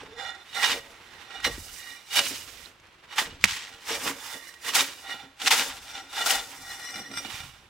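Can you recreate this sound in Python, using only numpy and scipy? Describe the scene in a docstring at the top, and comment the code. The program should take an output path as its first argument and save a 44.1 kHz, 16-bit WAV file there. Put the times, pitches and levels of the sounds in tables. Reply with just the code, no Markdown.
"""Spade under the bark of a log

In a wood, a steel blade is pushed under the bark of a log over a fire pit, close to two microphone ports.
Strokes and sudden bites drive noise grains that rasp, fizz, ring the blade's modes and boom in the log's.
Taps are noise bursts, snaps and one loud pop are short sine cycles with noise, thuds are filtered puffs,
and one slab groans as an unsteady sine. Behind lie a faint noise tail from the trees, fire hiss and rumble."""
import sys
import numpy as np
from scipy import signal
from scipy.fft import rfft, irfft, next_fast_len
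from scipy.io import wavfile
from scipy.ndimage import uniform_filter1d, map_coordinates

SR = 44100
rng = np.random.default_rng(int(sys.argv[2]) if len(sys.argv) > 2 else 0)


def int16_out(signal):
    """Quantize to a 16-bit WAV file."""
    q = np.round(np.clip(np.atleast_2d(signal).T, -1, 1) * 32767)
    wavfile.write(sys.argv[1], SR, q.astype(np.int16))


N = 339129

# how alike left and right are for sounds near the microphone: (frequency [Hz], likeness [0 to 1])
NEAR_LIKENESS = [(60, 1), (180, 1), (550, 0.916), (1650, 0.933), (4970, 0.614), (15000, 0.08)]


def spade():
    """Friction grains rasp the bark, tear fibres, ring the blade and shake the log."""
    force, tearing, shaking, pan_db, thin, fine, ways = strokes()
    force = force + bites()
    knocks = taps()
    steel = blade(force, knocks, ways)
    # what does not ring the steel is left for the bark
    bare = np.sqrt(np.clip(1 - np.sum(ways ** 2, axis=0), .02, 1))
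    rasp = force * bare * bark(fine)
    fizz = force * np.minimum(tearing, 3) * fibres()
    boom = log(force * np.minimum(shaking, 3), thin)
    contact = steel + rasp + fizz + amp(-13.0) * knocks
    # the long log radiates its boom from the middle of the scene
    return sides(pan_db) * spread(contact, NEAR_LIKENESS) + spread(boom, NEAR_LIKENESS)


# pushes, drags and slides: (top reached [s], held [s], scrape level [dB], rise [s per 20 dB],
# scrape fall [s per 20 dB], tearing fizz [dB re scrape], log boom [dB re scrape], left-right [dB],
# boom [0 deep to 1 thin], bark [0 coarse to 1 fine],
# blade ringing clear, full, hard, shrill, hoarse [dB re scrape each])
STROKES = [ (0.0, 0.0192, -45.5, .05, 0.169, -21.5, -5, -1.5, 0.22, 0.184, -34.5, -17, -15, -13, -9.5),
           (0.19, 0.0, -41, 0.043, .12, -50.5, -27.5, -4, .2, .08, -14, -1.5, -30, -26, -12),
           (0.23, 0.0103, -35.5, 0.0985, 0.213, -66.5, -26, -6.5, .2, 0.042, -9, -1.45, -34, -25.5, -5.5),
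           (0.57, 0.043, -31, 0.0412, 0.195, -26, -36, -7, .7, 0.54, -2.5, -6.5, -30, -24, -4),
           (0.65, 0.0, -22.5, 0.11, 0.092, -14, -20.5, -2.5, 0.85, 0.56, -9.5, -30.5, -3.6, -31.5, -21.5),
           (0.72, 0.003, -23.5, 0.154, 0.0672, -7, -12.5, 0.32, 1, 0.755, -17.5, -31, -6.5, -29.5, -13.5),
           (0.8, 0.0, -51, .05, 0.917, -7.5, -5.5, -0.5, 1, 0.301, -30, -21.5, -19, -25, -30),
           (1.23, 0.0066, -48, 0.433, 0.073, -20.5, -30.5, -9, .51, 0.49, -5.5, -7.5, -11, -34, -12),
           (1.34, 0.0, -39.5, 0.093, 0.355, -28, -24.5, -5, 0.33, .36, -6, -3.5, -7.5, -21.5, -13),
           (1.449, 0.003, -24, 0.0225, 0.0785, -13, -12.5, -1, 0.51, .62, -3.5, -13.5, -8, -15, -12),
           (1.52, 0.23, -53, 0.039, .3, 6.5, -10, -6.5, 0.49, 1, -20.5, -30, -5.5, -28, -14.5),
           (1.79, 0.00063, -44, 0.059, 0.043, 0.5, -21.5, -7.5, 0.412, 0.81, -4.5, -20.5, -10, -19, -25.5),
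           (1.88, 0.038, -42, 0.27, 0.201, -10, -19, -5, 0.33, .62, -3, -11.5, -6, -9, -22.5),
           (2.171, 0.0171, -19.5, 0.0617, 0.036, -6.5, -16.5, -2, 0.99, .85, -14.5, -14, -2.5, -12, -17),
           (2.218, 0.0664, -34.5, 0.053, .22, 0.5, -13, -3, 0.27, 1, -30, -36.5, -8, -24.5, -27.5),
           (2.41, 0.25, -51.5, 0.075, .08, -2.08, -10.5, -10.5, 0.761, 1, -8.5, -13, -11.5, -13.5, -20.5),
           (3.11, 0.032, -43.5, 0.039, .1, -17.5, -21.5, -3, .4, .41, -9, -12, -5, -19.5, -20.5),
           (3.192, 0.0064, -25, 0.0283, 0.0715, -7, -11, -0.54, 0.69, 0.51, -6, -18.5, -19.5, -31.5, -10.5),
           (3.26, 0.00092, -43.5, 0.052, 0.191, -22.5, -5, 0.7, 0.21, 0.63, -26, -12, -7.5, -14.5, -18.5),
           (3.48, 0.0126, -29.5, 0.054, 0.242, -11, -27, 1.83, 0.38, 1, -9.5, -31, -22.5, -25.5, -16),
           (3.569, 0.0, -35.5, 0.043, 0.048, -7.5, -17.5, -1.03, .7, 1, -6.5, -27, -29.5, -20, -23),
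           (3.7, 0.0, -46, 0.217, 0.158, -21, -10, -8, 0.68, 0.44, -6.5, -5.5, -11, -29, -19.5),
           (3.89, 0.0634, -30, 0.0592, 0.0397, -6.5, -8.5, 0.06, 1, 0.56, -9.5, -29, -15, -8.5, -8),
           (4.079, 0.00024, -27.5, 0.1277, 0.0696, -3, -7, -1.1, 0.44, 0.18, -30.5, -27.5, -14, -32, -9),
           (4.339, 0.0, -39, 0.449, 0.124, -2, -14, -4.5, 0.745, 0.355, -9.5, -13, -12, -21, -4),
           (4.48, 0.0017, -45, 0.185, 0.118, -4, -19, -6.5, 0.56, 1, 0.27, -25, -7.5, -29, -27.5),
           (4.689, 0.0, -28.5, 0.07, 0.077, -4.5, -13.5, -3, 0.89, 0.73, -3.5, -20.5, -14, -19.5, -8),
           (4.75, 0.0561, -21, 0.0244, 0.0583, -3.5, -18, -0.06, 0.506, 0.72, -12.5, -17, -8, -29.5, -16.5),
           (4.87, 0.00033, -41.5, 0.051, 0.296, -3, -13.5, -2.1, 0.76, 0.84, -28, -28, -6.5, -21, -17.5),
           (5.099, 0.0256, -34.5, 0.0964, 0.103, -13.5, -15.5, -1.5, 0.11, 0.37, -8.5, -2.5, -7, -29, -33.5),
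           (5.2, 0.0, -41, 0.053, 0.1134, -18, -11.5, -3, 0.195, 0.27, -22, -1.44, -30, -30, -25.5),
           (5.42, 0.0022, -35.5, 0.033, 0.105, -18, -8, 1.03, 0.32, 0.79, -22.5, -8, -26.5, -12.5, -23),
           (5.478, 0.0014, -24.5, 0.056, 0.0165, -4.5, -33.5, 0.86, 0.472, 1, -23, -5.5, -30.5, -19.5, -21.5),
           (5.508, 0.08, -23.5, 0.0082, 0.1645, -4, -15, 2, 0.72, 0.617, -27.5, -10, -11.5, -24.5, -13),
           (5.68, 0.0, -41.5, 0.075, 0.055, -13.5, -10, -5.42, .6, 0.53, -30, -33, -18, -22, -21),
           (5.83, 0.0025, -46, 0.042, 0.059, -7, -21.5, -0.1, 0.44, 0.61, -17, -13, -5, -12.5, -28),
           (5.9, 0.013, -45, 0.144, 0.04, -4, -24, 2.54, 0.4174, 0.78, -13, -3, -27, -5, -18.5),
           (5.97, 0.0046, -37.5, 0.28, 0.137, -13.5, -15.5, 0.57, 0.4, 0.9, -26, -3, -22, -8.5, -14.5),
           (6.189, 0.037, -27, 0.0818, 0.023, -9.5, -20, 1.18, 1, 0.64, -19.5, -2.5, -8.5, -11, -14),
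           (6.309, 0.0055, -20.5, 0.0984, 0.113, -4, -19, 3, 0.83, 0.69, -36.5, -2.5, -27.5, -21.5, -15),
           (6.47, 0.144, -48, 0.116, 0.102, 0.1, -10.5, -4, 0.28, 0.4, -7.5, -17.5, -17.5, -24.5, -18),
           (6.73, 0.0, -36, 0.238, 0.27, -8, -27, 1.5, 0.31, .25, -5, -4, -24, -5, -11),
           (6.85, 0.051, -40, 0.118, 0.1738, -10, -24.5, 4, 0.46, 0.4885, -1, -22, -16.5, 0.78, -30),
           (6.999, 0.0, -38.5, 0.225, 0.048, -10, -12, 0.56, 0.31, 0.368, -5, -4, -24.5, 0.2, -34.5),
           (7.05, 0.097, -45.5, 0.045, 0.049, -22.5, -7.5, -0.5, .23, .43, -6.5, -21.5, -16.5, 0.5, -28.5),
           (7.179, 0.0104, -31.5, 0.0394, 0.0404, -21.5, -17.5, -0.5, 0.58, 0.55, -29, -31, -11.5, 4, -23),
           (7.34, 0.0038, -37.5, 0.34, 0.24, -6.5, -20, -5, 0.41, 0.647, -37, -7.5, -7.5, -10, -31)]
FIZZ_FALL_SCALE, BOOM_FALL_SCALE = 0.986, 0.98  # fall times relative to the scrape
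BOOM_LAG_S = 0.0232  # the log answers late


def strokes():
    """Strokes add in power; each quality is that of the strokes sounding, weighted by their power."""
    top, held, db, rise, fall, fizz_db, boom_db, pan_db, thin, fine, *ways_db = np.transpose(STROKES)
    scrape = humps(top, held, db, rise, fall)
    fizz = humps(top, held, db + fizz_db, rise, fall * FIZZ_FALL_SCALE)
    boom = humps(top + BOOM_LAG_S, held, db + boom_db, rise, fall * BOOM_FALL_SCALE)
    total = scrape.sum(axis=0)

    def blend(value, power):
        return smooth(value @ power / power.sum(axis=0))

    ways = np.sqrt([blend(amp(2 * np.minimum(way, 3)), scrape) for way in ways_db])
    force = smooth(np.sqrt(total))
    tearing = smooth(np.sqrt(fizz.sum(axis=0) / total))
    shaking = smooth(np.sqrt(boom.sum(axis=0) / total))
    return force, tearing, shaking, blend(pan_db, scrape), blend(thin, boom), blend(fine, scrape), ways


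# the edge bites suddenly into bark: (time [s], level before a common cut [dB], 60 dB decay [s])
BITE_EVENTS = [(0.5452, -13.5, 0.2), (0.627, -1.5, 0.097), (1.443, -3, 0.0985), (2.156, -5.5, 0.142),
               (3.125, -21, 0.108), (3.1576, -16, 0.096), (3.18, -8.5, 0.18), (3.8705, -40.5, 0.118),
               (4.0606, -35, 0.0904), (4.6447, -25, 0.145), (4.7517, -4, 0.15), (5.398, -21.5, 0.15),
               (5.4161, -13.5, 0.197), (5.471, -8.5, 0.147), (5.5081, 3, 0.15), (6.127, -17.5, 0.15),
               (6.1593, -27, 0.1288), (6.2594, -3, 0.165)]


def bites():
    """Each bite is a quick rise and a straight dB fall of the friction force."""
    force, t = np.zeros(N), np.arange(SR // 4) / SR
    for s, db, t60 in BITE_EVENTS:
        # the mean force of a bite lies well under its peak
        force[round(s * SR):][:len(t)] += amp(db - 21.0 - 60 * t / t60) * (1 - np.exp(-t / 0.00094))
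    return force


# the blade taps wood or stone: (time [s], level before a common gain [dB])
TAP_EVENTS = [(0.197, -33.5), (3.5676, -32.5), (4.3343, -40), (4.4696, -32), (5.9523, -31.5), (6.717, -35),
              (6.9413, -27.5), (6.9575, -24.5), (6.992, -28.5), (7.1138, -30), (7.1375, -30.5),
              (7.158, -30.5), (7.173, -19), (7.2478, -27.5), (7.302, -32.5), (7.403, -32), (7.434, -37)]


def taps():
    """A tap is a short gritty touch: a noise burst dulled above 5 kHz."""
    knocks, t = np.zeros((2, N)), np.arange(300) / SR
    touch = t / 0.000896 * np.exp(1 - t / 0.000808)
    for (s, db), burst in zip(TAP_EVENTS, rng.standard_normal((len(TAP_EVENTS), 2, len(t)))):
        knocks[:, round(s * SR):][:, :len(t)] += amp(db + 2.0) * burst * touch
    return filtered(knocks, lambda hz: 1 / (1 + 1j * hz / 5000))


# pitch of each mode of the blade: (frequency [Hz])
BLADE_HZ = [787, 900, 1165, 1402, 1620, 1908, 2050, 2362, 2900, 3545, 3750, 4045, 4460, 5030, 5170, 5680,
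            6750, 7230, 7600, 8312, 9115, 11400]
# the same modes in five ways of ringing: (width [Hz], clear [dB], full [dB], hard [dB], shrill [dB], hoarse [dB])
BLADE_MODES = [(41.8, -51, -5, -36.5, -46.5, -42), (58, -46, -49, -42, -41, -10),
               (65.32, -14, -60, -39, -43.5, -53), (52.6, -39.5, -6.5, -29, -14.5, -14),
               (54, -48, -45.5, -14.5, -39, -9.5), (34.184, 1.5, -7.5, -12.5, -43.5, -39),
               (46.296, -9.5, -38, -41, -13.5, -8.5), (27.9, -43.5, -13, -3, -10.5, -40),
               (23.44, -4.5, -8, 3, -51, -20), (60.3, -12.5, -5.5, -14, -13, -2.5),
               (50, -41, -46.5, -1, -40, -36), (28.29, -4.5, -9, -34, -21, -42),
               (61.4, -32, -44, -9, -40, -45.5), (64.815, -43.5, -30, -42, -12, -9.5),
               (75.6, -21, -26.5, -10.5, -15.5, -41), (20.12, -6, -16.5, -35.5, 2.5, -37),
               (110, -47, -23.5, -49.5, -44, -13.5), (40, -37, -47.5, -45, -20, -44.5),
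               (68, -42.5, -51.5, -41.5, -27.5, -44.5), (44.9, -10.5, -30, -36.5, -6.5, -43),
               (45, -40, -49.5, -38, -20.5, -42), (93, -28, -47, -40.5, -17.5, -43.5)]
WANDER_DB, WANDER_RATE = 2, 14  # shifting contact [dB, knots per s]
STEEL_TOP_HZ = 8200  # the steel sound is dulled above this


def blade(force, knocks, ways):
    """Friction and taps excite the steel modes, whose strengths follow the way of ringing."""
    mode_table = np.column_stack([BLADE_HZ, BLADE_MODES])
    ringing = np.sum(ways ** 2, axis=0)
    # the ways trade strength at random while their summed power stays
    ways = ways * amp([WANDER_DB * wobble(WANDER_RATE) for way in ways])
    ways = ways * np.sqrt(ringing / np.sum(ways ** 2, axis=0))
    steel = np.zeros((2, N))
    for k, way in enumerate(ways):
        friction = force * grit(clump_db=2.5, crackle_db=2.5)
        # taps ring the blade the way it is ringing at that moment
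        drive = way * (friction + knocks / np.sqrt(ringing))
        steel += filtered(drive, modes(mode_table, column=2 + k))
    return filtered(steel, lambda hz: 1 / (1 + 1j * hz / STEEL_TOP_HZ) ** 2)


# colour of bark grains before the coarse or fine tilt: (frequency [Hz], level [dB per Hz])
RASP_COLOUR = [(180, -58), (300, -18.5), (564, -32), (621, -38), (818, -1), (2560, 0.5), (2890, 0),
               (3230, -0.5), (8000, -16.5), (10400, -33.5), (17600, -120)]


def bark(fine):
    """Coarse bark rasps dull, fine fibres rasp bright: one grain noise tilted two ways and mixed."""
    fine = np.clip(fine, 0, 1)
    grain = grains(RASP_COLOUR, clump_db=2.5, crackle_db=2.5)
    dull = unit(filtered(grain, lambda hz: amp(-5 * np.log2(hz + 200))))
    bright = unit(filtered(grain, lambda hz: amp(4.76 * np.log2(hz + 200))))
    return (1 - fine) * dull + fine * bright


# colour of thin fibres tearing: (frequency [Hz], level [dB per Hz])
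FIZZ_COLOUR = [(2940, -25.5), (5000, -3.5), (8840, -7), (9600, -8.5), (15200, -13.5), (16000, -13)]


def fibres():
    """Thin fibres tear as bright noise grains."""
    return grains(FIZZ_COLOUR, clump_db=1.5, crackle_db=1.0)


# wood modes of the log before the deep or thin tilt: (frequency [Hz], width [Hz], strength [dB])
LOG_MODES = [(205, 260, -15), (274.5, 15.7, 9.5), (366, 105.26, -2), (463.4, 26.8, 6.5), (555.3, 10.5, 4.5),
             (660.6, 28.98, -6)]


def log(shaking, thin):
    """Grit shakes the wood modes, tilted low for a deep boom and high for a thin one."""
    shake = shaking * grit(clump_db=3.5, crackle_db=-2.65)
    thin = np.clip(thin, 0, 1)
    deep_boom = filtered(shake * (1 - thin), modes(LOG_MODES, slope_db=-17.5))
    thin_boom = filtered(shake * thin, modes(LOG_MODES, slope_db=12.5))
    return deep_boom + thin_boom


# prised bark groans: (time [s], centre pitch [Hz], level before cut and wobble [dB])
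GROAN_PATH = [(.06, 440, -77.5), (.1, 446.6, -49.5), (.17, 458.5, -47.5), (.24, 528, -53), (.29, 530, -81)]


def groan():
    """A slab of bark under strain hums as a sine on an unsteady rising pitch."""
    s, hz, db = np.transpose(GROAN_PATH)
    t = np.arange(N) / SR
    sounding = np.arange(N) < s[-1] * SR
    pitch = np.interp(t, s, hz) * (1 + 0.032 * wobble(55.3))
    level = amp(np.interp(t, s, db) - 2.0 + 4.6 * wobble(47.35))
    hum = np.sqrt(2) * np.sin(2 * np.pi * np.cumsum(pitch) / SR)
    return sounding * level * hum * sides(-3.5)[:, None]


# fibres snap and embers pop: (time [s], level before a common gain [dB], pitch [Hz], 60 dB decay of the body [s],
# left-right [dB], answers [dB re level])
SNAP_EVENTS = [(0.033, -35.5, 443, 0.0357, -1.5, -10), (1.401, -31, 1450, 0.0183, -4.5, -10),
               (1.58, -31, 318, 0.0223, 0, -14.5), (1.69, -39.5, 1431, 0.0092, -6.5, -14.5),
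               (2.19, -10, 2260, 0.0057, 0, -3), (2.659, -28, 3980, 0.0063, -9.5, -22),
               (2.799, -42.5, 6200, 0.0038, -5.5, -10.5), (2.868, -47.5, 5000, 0.0031, -7, -8),
               (3.41, -39, 5000, 0.0029, -6.5, -3), (3.4405, 15.5, 2253, 0.00286, -1.5, -23),
               (3.442, -25.5, 198.8, 0.0745, 0, -30), (3.4541, 0, 2331, 0.00132, -14.5, -27),
               (4.539, -35, 2930, 0.0024, -2, -4.5), (5.4175, -15.5, 3400, 0.0041, 1, -13.5),
               (5.579, -24.5, 3850, 0.0071, -3, -22), (6.306, -4, 2933, 0.0061, 6.5, -12)]


def snaps():
    """Each snap is a few cycles at its pitch, a crack, and a scatter of answers from the blocks of the pit."""
    out, t = np.zeros((2, N + SR)), np.arange(SR // 10) / SR
    blocks = signal.butter(2, [900, 6500], "band", fs=SR)
    spell = (t > .001) / (1 + (t / 0.00896) ** 6)  # the ring of blocks is a few metres around
    noises = rng.standard_normal((len(SNAP_EVENTS), 3, len(t)))
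    for (s, db, hz, t60, pan_db, scatter_db), noise in zip(SNAP_EVENTS, noises):
        body = -np.sin(2 * np.pi * hz * t) * amp(-60 * t / t60) * (1 - np.exp(-t / 0.000402))
        crack = 0.051 * noise[0] * amp(-60 * t / 0.00234)
        answers = signal.lfilter(*blocks, spell * (noise[0] + 0.61 * noise[1:]))
        sound = body + crack + amp(scatter_db - 60 * t / 0.065) * answers
        out[:, round(s * SR):][:, :len(t)] += amp(db + 1.0) * sides(pan_db)[:, None] * sound
    return out[:, :N]


# slabs of bark drop and flop onto wood and ash, and a foot lands at 1.47 s: (time [s], level [dB], pitch [Hz],
# 60 dB decay [s])
THUD_EVENTS = [(1.467, -49, 275, 0.092), (2.308, -33, 294, 0.086), (3.289, -48.5, 269, 0.12),
               (5.229, -47, 192.2, 0.093), (6.583, -47, 143, 0.13), (6.95, -39.5, 224.8, 0.153),
               (6.993, -37, 204, 0.118), (7.099, -41.5, 218, 0.179), (7.168, -39.5, 191, 0.089),
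               (7.249, -38, 218, 0.121), (7.279, -46.5, 339, 0.117), (7.438, -47, 110, 0.125)]


def thuds():
    """A soft landing pushes a short puff of low noise through a wide resonance."""
    out, t = np.zeros(N + SR), np.arange(SR // 5) / SR
    for (s, db, hz, t60), noise in zip(THUD_EVENTS, rng.standard_normal((len(THUD_EVENTS), len(t)))):
        puff = unit(signal.lfilter(*signal.iirpeak(hz, 2.2, SR), noise))
        out[round(s * SR):][:len(t)] += amp(db - 60 * t / t60) * (1 - np.exp(-t / 0.0059)) * puff
    return out[:N]


def wood(x):
    """The trees answer with a dull tail: near sound convolved with decaying noise."""
    t = np.arange(SR // 2) / SR
    noise = uniform_filter1d(rng.standard_normal((2, len(t))), size=3)
    tail = noise * amp(-60 * t / 0.448) * (t > .015)
    return signal.fftconvolve(x, tail / np.linalg.norm(tail[0]), axes=1)[:, :N]


# colour of fire and wood hiss: (frequency [Hz], level [dB per Hz])
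HISS_COLOUR = [(88, -41.5), (150, -15.5), (297, -9), (354, -3), (398, -8.5), (790, -9), (905, -5.5),
               (2870, -8.5), (16000, -36)]
# colour of the air rumble: (frequency [Hz], level [dB per Hz])
RUMBLE_COLOUR = [(12, -41.5), (20, -0.5), (37, -3.5), (80, 5.5), (151, -3), (200, -6.5), (260, -10.5),
                 (440, -120)]
# colour of the deep throb: (frequency [Hz], level [dB per Hz])
THROB_COLOUR = [(12, -40.5), (25, -3), (45, 0), (65, -7.5), (110, -40.5), (200, -120)]
# rumble swells with flames, footfalls and heavy pushes: (top reached [s], held [s], level [dB],
# fall [s per 20 dB, sign ignored], deep throb [dB re swell])
RUMBLE_SWELLS = [(0.0, 0.082, -57, 0.4, -15), (0.62, 0.13, -61, 1.07, -11), (1.47, 0.094, -46, 0.23, -2),
                 (2.29, 0.0, -54.5, 0.6, -7.5), (3.3, 0.0021, -49.5, -0.11, -2.5),
                 (3.45, 0, -44, 0.1336, -25), (3.75, 0.0, -59.5, 0.03, -7.5),
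                 (3.942, 0.039, -56, 0.45, -23), (5.69, 0.0, -57, 0.5, -2), (6.37, 0.045, -60.5, 0.02, 7),
                 (6.6, 0.0031, -59.5, 1.16, -21), (7.0, 0.0024, -65, -0.17, -8),
                 (7.12, .26, -61.5, 1.18, -12), (7.44, 0.0033, -52.5, 0.14, -19.5)]
# how alike left and right are for the background: (frequency [Hz], likeness [0 to 1])
FAR_LIKENESS = [(60, 0.99), (240, 0.88), (950, 0.62), (3770, 0.48), (15000, 0.07)]
HISS_DB, AIR_DB = -56, -68  # mean hiss level; rumble floor between swells
SWELL_RISE_S = 0.0875  # per 20 dB


def fire():
    """A soft wavering noise hiss over a lumpy low-noise rumble with a deep central throb."""
    waver_db = 1.2 * wobble(3)
    hiss = amp(HISS_DB + waver_db) * grains(HISS_COLOUR, clump_db=2.0, crackle_db=-1.0)
    top, held, db, fall, throb_db = np.transpose(RUMBLE_SWELLS)
    swell = humps(top, held, db, SWELL_RISE_S, fall)
    air = smooth(np.sqrt(amp(2 * AIR_DB) + swell.sum(axis=0)))
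    lumps = amp(1.36 * wobble(2.976))
    rumble = air * lumps * grains(RUMBLE_COLOUR, clump_db=0.5, crackle_db=-4.9)
    throb_level = smooth(np.sqrt(amp(2 * throb_db) @ swell))
    throb = throb_level * grains(THROB_COLOUR, clump_db=0.9, crackle_db=-1.93)[0]
    return spread(hiss + rumble, FAR_LIKENESS) + throb


def amp(db):
    """Gain of a dB value."""
    return 10 ** (np.asarray(db) / 20)


def unit(x):
    """Scaled to rms 1."""
    return x / np.sqrt(np.mean(x ** 2) + 1e-20)


def along(points, hz):
    """(Hz, value) points interpolated on a log frequency axis."""
    f, v = np.transpose(points)
    return np.interp(np.log(hz + 1), np.log(f + 1), v)


def wobble(rate):
    """A smooth random curve, rate knots a second."""
    knots = rng.standard_normal(int(N * rate / SR) + 4)
    return map_coordinates(knots, [np.arange(N) * rate / SR])


def filtered(x, response):
    """x times a complex response of frequency."""
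    m = next_fast_len(N + SR // 2)
    return irfft(rfft(x, m) * response(np.fft.rfftfreq(m, 1 / SR)), m)[..., :N]


def modes(table, column=2, slope_db=0):
    """Causal sum of resonances of rms gain 1, with dark valleys; slope_db per octave tilts their strengths."""
    def ring(f):
        total = 0
        for row in table:
            hz, width = row[0], row[1]
            strength = amp(row[column] + slope_db * np.log2(hz))
            total = total + strength * 1j * f * width / (hz ** 2 - f * f + 1j * f * width)
        return total

    norm = np.sqrt(np.mean(abs(ring(np.arange(1, SR / 2, 4))) ** 2))
    return lambda f: ring(f) / norm


def grit(clump_db, crackle_db):
    """A pair of white noises in slow clumps and fast spikes, rms 1."""
    level_db = clump_db * wobble(45) + crackle_db * wobble(700)
    return unit(amp(level_db) * rng.standard_normal((2, N)))


def grains(spectrum, clump_db, crackle_db):
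    """Grit with a colour, rms 1."""
    return unit(filtered(grit(clump_db, crackle_db), lambda hz: amp(along(spectrum, hz))))


def spread(pair, alike):
    """Two unrelated signals mixed to the left-right likeness of each frequency."""
    def mid_side(hz):
        turn = np.arccos(np.clip(along(alike, hz), -1, 1)) / 2
        return np.array([np.cos(turn), np.sin(turn)])

    mid, side = filtered(pair, mid_side)
    return np.array([mid + side, mid - side])


def sides(pan_db):
    """Left and right gains."""
    return amp(np.array([pan_db / 2, -pan_db / 2]))


STEP_S = 1 / 2000  # time step of slow controls


def humps(top_s, held_s, db, rise_s, fall_s):
    """Power of each event over time (events x steps): straight rise in dB, hold, straight fall."""
    t = np.arange(0, N / SR + STEP_S, STEP_S)[:, None]
    before = np.maximum(top_s - t, 0) / np.abs(rise_s)
    after = np.maximum(t - top_s - held_s, 0) / np.abs(fall_s)
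    return amp(2 * np.maximum(db - 20 * (before + after), -200)).T


def smooth(steps):
    """Slow controls interpolated to the sample rate."""
    return np.interp(np.arange(N) / SR, np.arange(len(steps)) * STEP_S, steps)


def scene():
    """Spade, groan, snaps and thuds close by, their echo in the wood, and the fire."""
    near = spade() + groan() + snaps() + thuds()
    return near + amp(-26.5) * wood(near) + fire()


# phase between the microphone ports: (frequency [Hz], left lead [radians])
PORT_LEAD = [(100, .1), (2300, .1), (3400, -.5), (5300, 0), (9500, 0), (14000, -.5)]
# level between the microphone ports: (frequency [Hz], left-right [dB])
PORT_LEAN = [(300, 0), (700, 0), (1400, -3), (3000, -4), (6500, 1.5), (14000, -3)]
TOP_HZ = 15800  # band limit


def record(dry):
    """Two close ports differ in phase and level; peaks round off near full scale; a band limit follows."""
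    def ports(hz):
        return np.exp(.5j * along(PORT_LEAD, hz) * [[1], [-1]]) * sides(along(PORT_LEAN, hz))

    x = filtered(dry, ports)
    x = x / (1 + abs(x / .98) ** 8) ** (1 / 8)
    return filtered(x, lambda hz: hz < TOP_HZ)


dry = scene()
out = record(dry)
int16_out(out)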